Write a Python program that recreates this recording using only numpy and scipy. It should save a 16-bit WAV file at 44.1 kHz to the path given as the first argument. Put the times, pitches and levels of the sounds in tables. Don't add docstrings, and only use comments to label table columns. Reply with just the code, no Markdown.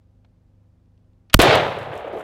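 import sys
import numpy as np
from scipy import signal
from scipy.fft import rfft, irfft, next_fast_len
from scipy.io import wavfile
from scipy.ndimage import uniform_filter1d, map_coordinates

SR = 44100
rng = np.random.default_rng(int(sys.argv[2]) if len(sys.argv) > 2 else 0)


def decibels_to_gain(level_db):
    exponent = np.asarray(level_db, float) / 20
    return 10 ** exponent


def materialize(psi):
    bounded = np.clip(np.atleast_2d(psi).T, -1, 1)
    quanta = np.round(bounded * 32767).astype(np.int16)
    wavfile.write(sys.argv[1], SR, quanta)


N = 98387
SHOT_S = 1.3408
FREE_S = 1.392


def unit(x):
    return x / np.sqrt(np.mean(x ** 2) + 1e-20)


def along(points, hz):
    f, v = np.transpose(points)
    return np.interp(np.log(hz + 1), np.log(f + 1), v)


def wobble(rate):
    knots = rng.standard_normal(int(N * rate / SR) + 4)
    return map_coordinates(knots, [np.arange(N) * rate / SR])


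def filtered(x, response):
    m = next_fast_len(N + SR // 2)
    return irfft(rfft(x, m) * response(np.fft.rfftfreq(m, 1 / SR)), m)[..., :N]


def ringing(peaks):
    def body(f):
        total = 0
        for k, (centre, width, db) in enumerate(peaks):
            resonance = 1j * f * width / (centre * centre - f * f + 1j * f * width)
            total = total + (-1) ** k * decibels_to_gain(db) * resonance
        return total
    return unit(filtered(rng.standard_normal(N), body))


def dying(s, db, t60):
    t = np.arange(N) / SR - s
    return (t >= 0) * decibels_to_gain(db - 60 * np.abs(t) / t60)


def blast():
    # (centre [Hz], width [Hz], level [dB])
    crack_peaks = [(1300, 1000, 2), (3600, 1100, 5), (12500, 5000, -15)]
    # (centre [Hz], width [Hz], level [dB])
    snap_peaks = [(13000, 5000, 0)]
    # (time [s], length [s])
    near_walls = [
        (1.3920, .0014),
        (1.3947, .0018),
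    ]
    crack_s, push_s, swing_s = .005, .0023, .0004
    stuck = 4
    suction, recover_s = .62, .04
    t = np.arange(N) / SR
    since = t - SHOT_S
    rise = np.clip(since / .0018, 0, 1) ** 2
    crack = decibels_to_gain(11) * ringing(crack_peaks) * rise * (since < crack_s)
    snap = ringing(snap_peaks) * dying(SHOT_S + .0004, -3, .012)
    turn = 2 * (since - crack_s - push_s) / swing_s - 1
    swing = np.clip(turn / stuck / 2, -1, 1) * (since >= crack_s)
    relaxing = suction * np.exp(-np.abs(t - FREE_S) / recover_s)
    pressure = swing * np.where(t < FREE_S, stuck, relaxing)
    walls = sum(-2.6 * (t >= s) * np.clip(1 - (t - s) / length, 0, 1) for s, length in near_walls)
    return crack + snap + pressure + walls


def echo():
    # (time [s], level [dB])
    strength = [
        (1.4, -11.5),
        (1.41, -17),
        (1.542, -13.5),
        (1.652, -24),
        (1.92, -35),
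        (1.926, -32.5),
        (2.122, -36),
        (2.128, -34),
        (2.23, -35.5),
    ]
    # (frequency [Hz], level [dB per Hz])
    trees = [(60, -23), (270, -16), (410, 2), (700, 0.5), (1000, -6.5), (3600, -12), (5500, -26),
             (16000, -59.5)]
    # (frequency [Hz], added level [dB])
    air = [(100, 8), (250, -15), (600, 4.5), (1500, -3), (3500, -15), (5500, -31.5), (10000, -25.5)]
    darken_s = 0.5
    overdrive_db, overdrive_s = 7.5, 0.046
    hz, t, z = signal.stft(rng.standard_normal(N), SR, nperseg=256)
    near = -7 * np.exp(-np.clip(t - FREE_S, 0, None) / .03) * (hz[:, None] < 1000)
    far = 1 - np.exp(-np.clip(t - FREE_S - .1, 0, None) / darken_s)
    patches = uniform_filter1d(rng.standard_normal(z.shape), 2, 0)
    patches = unit(uniform_filter1d(patches, 3, 1))
    colour_db = along(trees, hz)[:, None] + along(air, hz)[:, None] * far
    gain = decibels_to_gain(colour_db + near + 0.6 * patches)
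    gain = gain / np.sqrt(np.mean(gain ** 2, 0))
    noise = unit(signal.istft(z * gain, SR, nperseg=256)[1][:N])
    time = np.arange(N) / SR
    lumps_db = 1.3 * wobble(180)
    level_db = np.interp(time, *np.transpose(strength)) + lumps_db + 0.42
    level_db = level_db + overdrive_db * np.exp(-np.abs(time - FREE_S) / overdrive_s)
    fade_in = np.clip((time - FREE_S - .003) / 0.006, 0, 1)
    return noise * decibels_to_gain(level_db) * fade_in


def boom():
    # (time [s], peak level [dB], frequency [Hz])
    pushes = [(1.414, -21.5, 59.5), (1.492, -14.5, 132), (1.552, -20.5, 112), (1.574, -21, 111),
              (1.626, -24, 125), (1.705, -37.5, 120), (1.78, -37, 100), (1.818, -31, 125),
              (1.856, -36, 120), (1.885, -33.5, 130), (1.911, -29.5, 125), (1.96, -38.5, 85.3),
              (2.02, -44.5, 80), (2.103, -40, 106.6), (2.169, -44, 90), (2.202, -46.5, 101)]
    # (centre [Hz], width [Hz], level [dB])
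    roll_peaks = [(125, 78, 0), (70, 31, -12)]
    half_cycles = 1.1
    t = np.arange(N) / SR

    def push(s, db, hz):
        swell = np.exp(-((t - s) * hz / half_cycles) ** 2)
        return decibels_to_gain(db) * swell * np.cos(2 * np.pi * (hz * (t - s) + rng.random()))

    roll = ringing(roll_peaks) * dying(FREE_S, -25.5, 1.25)
    return sum(push(*row) for row in pushes) + roll


def slaps():
    # (time [s], level [dB], time to fall 60 dB [s])
    returns = [
        (1.431, -10, 0.22),
        (1.518, -11, 0.17),
        (1.765, -30.5, 0.26),
        (1.882, -35.5, .1),
        (1.928, -32, 0.37),
        (2.04, -31.5, 0.29),
        (2.122, -28, 0.7),
    ]
    # (centre [Hz], width [Hz], level [dB])
    slope_peaks = [(425, 157, 1), (650, 269, -4.5)]
    t = np.arange(N) / SR
    swell = sum(dying(s, db, t60) * np.clip((t - s) / .008, 0, 1) for s, db, t60 in returns)
    return swell * ringing(slope_peaks) * decibels_to_gain(1.7 * wobble(120))


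def action():
    # (time [s], peak level [dB], time to fall 60 dB [s], centre [Hz], body [Hz], body level [dB])
    parts = [
        (0.248, -52, 0.023, 3200, 603, 7),
        (0.247, -50, 0.031, 590, 445, 2.5),
        (.858, -64, .012, 4000, 2500, -6),
        (.977, -58, .015, 3500, 2400, -1),
        (1.045, -64, .012, 4200, 3000, -6),
        (1.133, -62, .015, 4000, 2500, -6),
        (1.2989, -31.5, 0.0115, 3300, 1800, -3.5),
        (1.3022, -37.5, .02, 2945, 1500, 0.5),
        (1.306, -47.5, .07, 2200, 750, 6),
        (1.328, -43, .03, 2500, 1198, -1.5),
    ]
    # (time [s], peak level [dB], time to fall 60 dB [s])
    hits = [
        (1.3312, -34.5, 0.017),
        (1.334, -25, .015),
        (1.3324, -22.5, 0.02),
    ]
    # (centre [Hz], width [Hz], level [dB])
    hammer_peaks = [(1500, 400, 1.5), (3300, 1500, -1.5), (8760, 5000, -17.5)]
    dull_hz = 4800
    ticks = 0
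    for s, db, t60, hz, body_hz, body_db in parts:
        metal = ringing([(hz, 1.4 * hz, 0), (body_hz, .7 * body_hz, body_db)])
        ticks = ticks + dying(s, db - 6.5, t60) * metal
    hammer = sum(dying(*row) for row in hits) * ringing(hammer_peaks)

    def dull(hz):
        return 1 / (1 + 1j * hz / dull_hz * 1.2 - (hz / dull_hz) ** 2) ** 2

    return filtered(ticks, dull) + hammer


def debris():
    # (time [s], level [dB], a quarter of the rustle's time to fall 60 dB [s])
    landings = [(1.404, -12, 0.017), (1.414, -10, 0.023), (1.417, -3, 0.04), (1.422, -8.5, 0.027),
                (1.5535, -11, 0.015), (1.58, -36, 0.0076), (1.678, -40, 0.017), (1.702, -45, .01),
                (1.788, -33, 0.045), (1.829, -44.5, 0.031), (1.929, -49.5, .03), (1.940, -43, .03),
                (1.953, -39.5, 0.083), (1.977, -35.5, 0.0334), (2.082, -46, .04), (2.13, -48.5, 0.013),
                (2.168, -52, .03), (2.177, -45.5, 0.049), (2.186, -43, 0.041), (2.196, -42.5, 0.027),
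                (2.209, -44, 0.059)]
    # (centre [Hz], width [Hz], level [dB])
    litter_peaks = [(6640, 9000, -3), (12800, 7900, -8.5)]
    tick_t60_s, spread_s = .012, .78
    patter_db, patter_t60_s = -54.5, 2.4
    ticks = 0
    for s, db, t60 in landings:
        rustle = dying(s, db - 27, 4 * t60)
        ticks = ticks + dying(s, db - 12.5, tick_t60_s) + rustle
    crumbs = 0
    for when, weakness in rng.random((50, 2)):
        crumb_db = patter_db - 60 * when / patter_t60_s - 12 * weakness
        crumbs = crumbs + dying(1.6 + spread_s * when, crumb_db, tick_t60_s)
    return (ticks + crumbs) * ringing(litter_peaks)


def floor():
    # (multiple of the base pitch, level [dB])
    orders = [(1.5, -67), (2, -70), (3, -65.5), (4, -58.5), (5, -71.5), (6, -73), (7, -69), (8, -80),
              (9, -77.5), (10, -70.5), (13, -78), (17, -85.5), (20, -83.5), (21, -82), (25, -90), (32, -89)]
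    # (frequency [Hz], level [dB per Hz])
    rumble = [(20, -10.5), (40, 6.5), (120, -8), (300, -17), (600, -22.5), (2000, -36.5), (5000, -43),
              (16000, -55.5)]
    engine_hz = 25.06
    t = np.arange(N) / SR

    def tone(multiple, db):
        level = decibels_to_gain(db + 3 + wobble(5))
        cycles = multiple * engine_hz * t + rng.random() + .04 * wobble(4)
        return level * np.sin(2 * np.pi * cycles)

    hum = sum(tone(*row) for row in orders)
    noise = unit(filtered(rng.standard_normal(N), lambda hz: decibels_to_gain(along(rumble, hz))))
    return hum + decibels_to_gain(-61) * noise


def scene():
    mono = blast() + echo() + boom() + slaps() + action() + debris() + floor()
    return np.array([mono, mono])


def top_cut(x):
    return signal.sosfilt(signal.butter(12, 16340, fs=SR, output="sos"), x)


def record(dry):
    # (time [s], clipping level)
    rail = [
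        (1.341, 1.0),
        (1.3455, .75),
        (1.349, .57),
        (1.392, .46),
        (1.397, .66),
        (1.42, .6),
        (1.44, .6),
        (1.5, .98),
    ]
    # (time [s], step, decay [s])
    mismatch = [
        (1.3645, .045, .005),
        (1.3755, -.085, .006),
        (1.390, .05, .008),
    ]
    sag_s, fall_s, back_s = 1.3645, .0032, .008
    depth, stays = .52, .12
    t = np.arange(N) / SR
    sag = np.interp(t - sag_s, [0, fall_s, fall_s + back_s], [0, 1, stays]) * (t < FREE_S)
    top = np.interp(t, *np.transpose(rail)) - depth * uniform_filter1d(sag, size=130)
    hiss = decibels_to_gain(-45) * rng.standard_normal(N) * (t > SHOT_S) * (t < sag_s + .011)
    clipped = dry / (1 + np.abs(dry / top) ** 16) ** (1 / 16) + hiss

    def circuit(hz):
        capacitors = (1j * hz / (17 + 1j * hz)) * (1j * hz / (13 + 1j * hz))
        return capacitors / (1 + (hz / 16050) ** 60)

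    out = filtered(clipped, circuit)
    side = sum(step * dying(s, 0, np.log(1000) * decay) for s, step, decay in mismatch)
    mix = np.clip(out + np.array([side, -side]), -1, 1)
    return top_cut(mix)


dry = scene()
out = record(dry)
materialize(out)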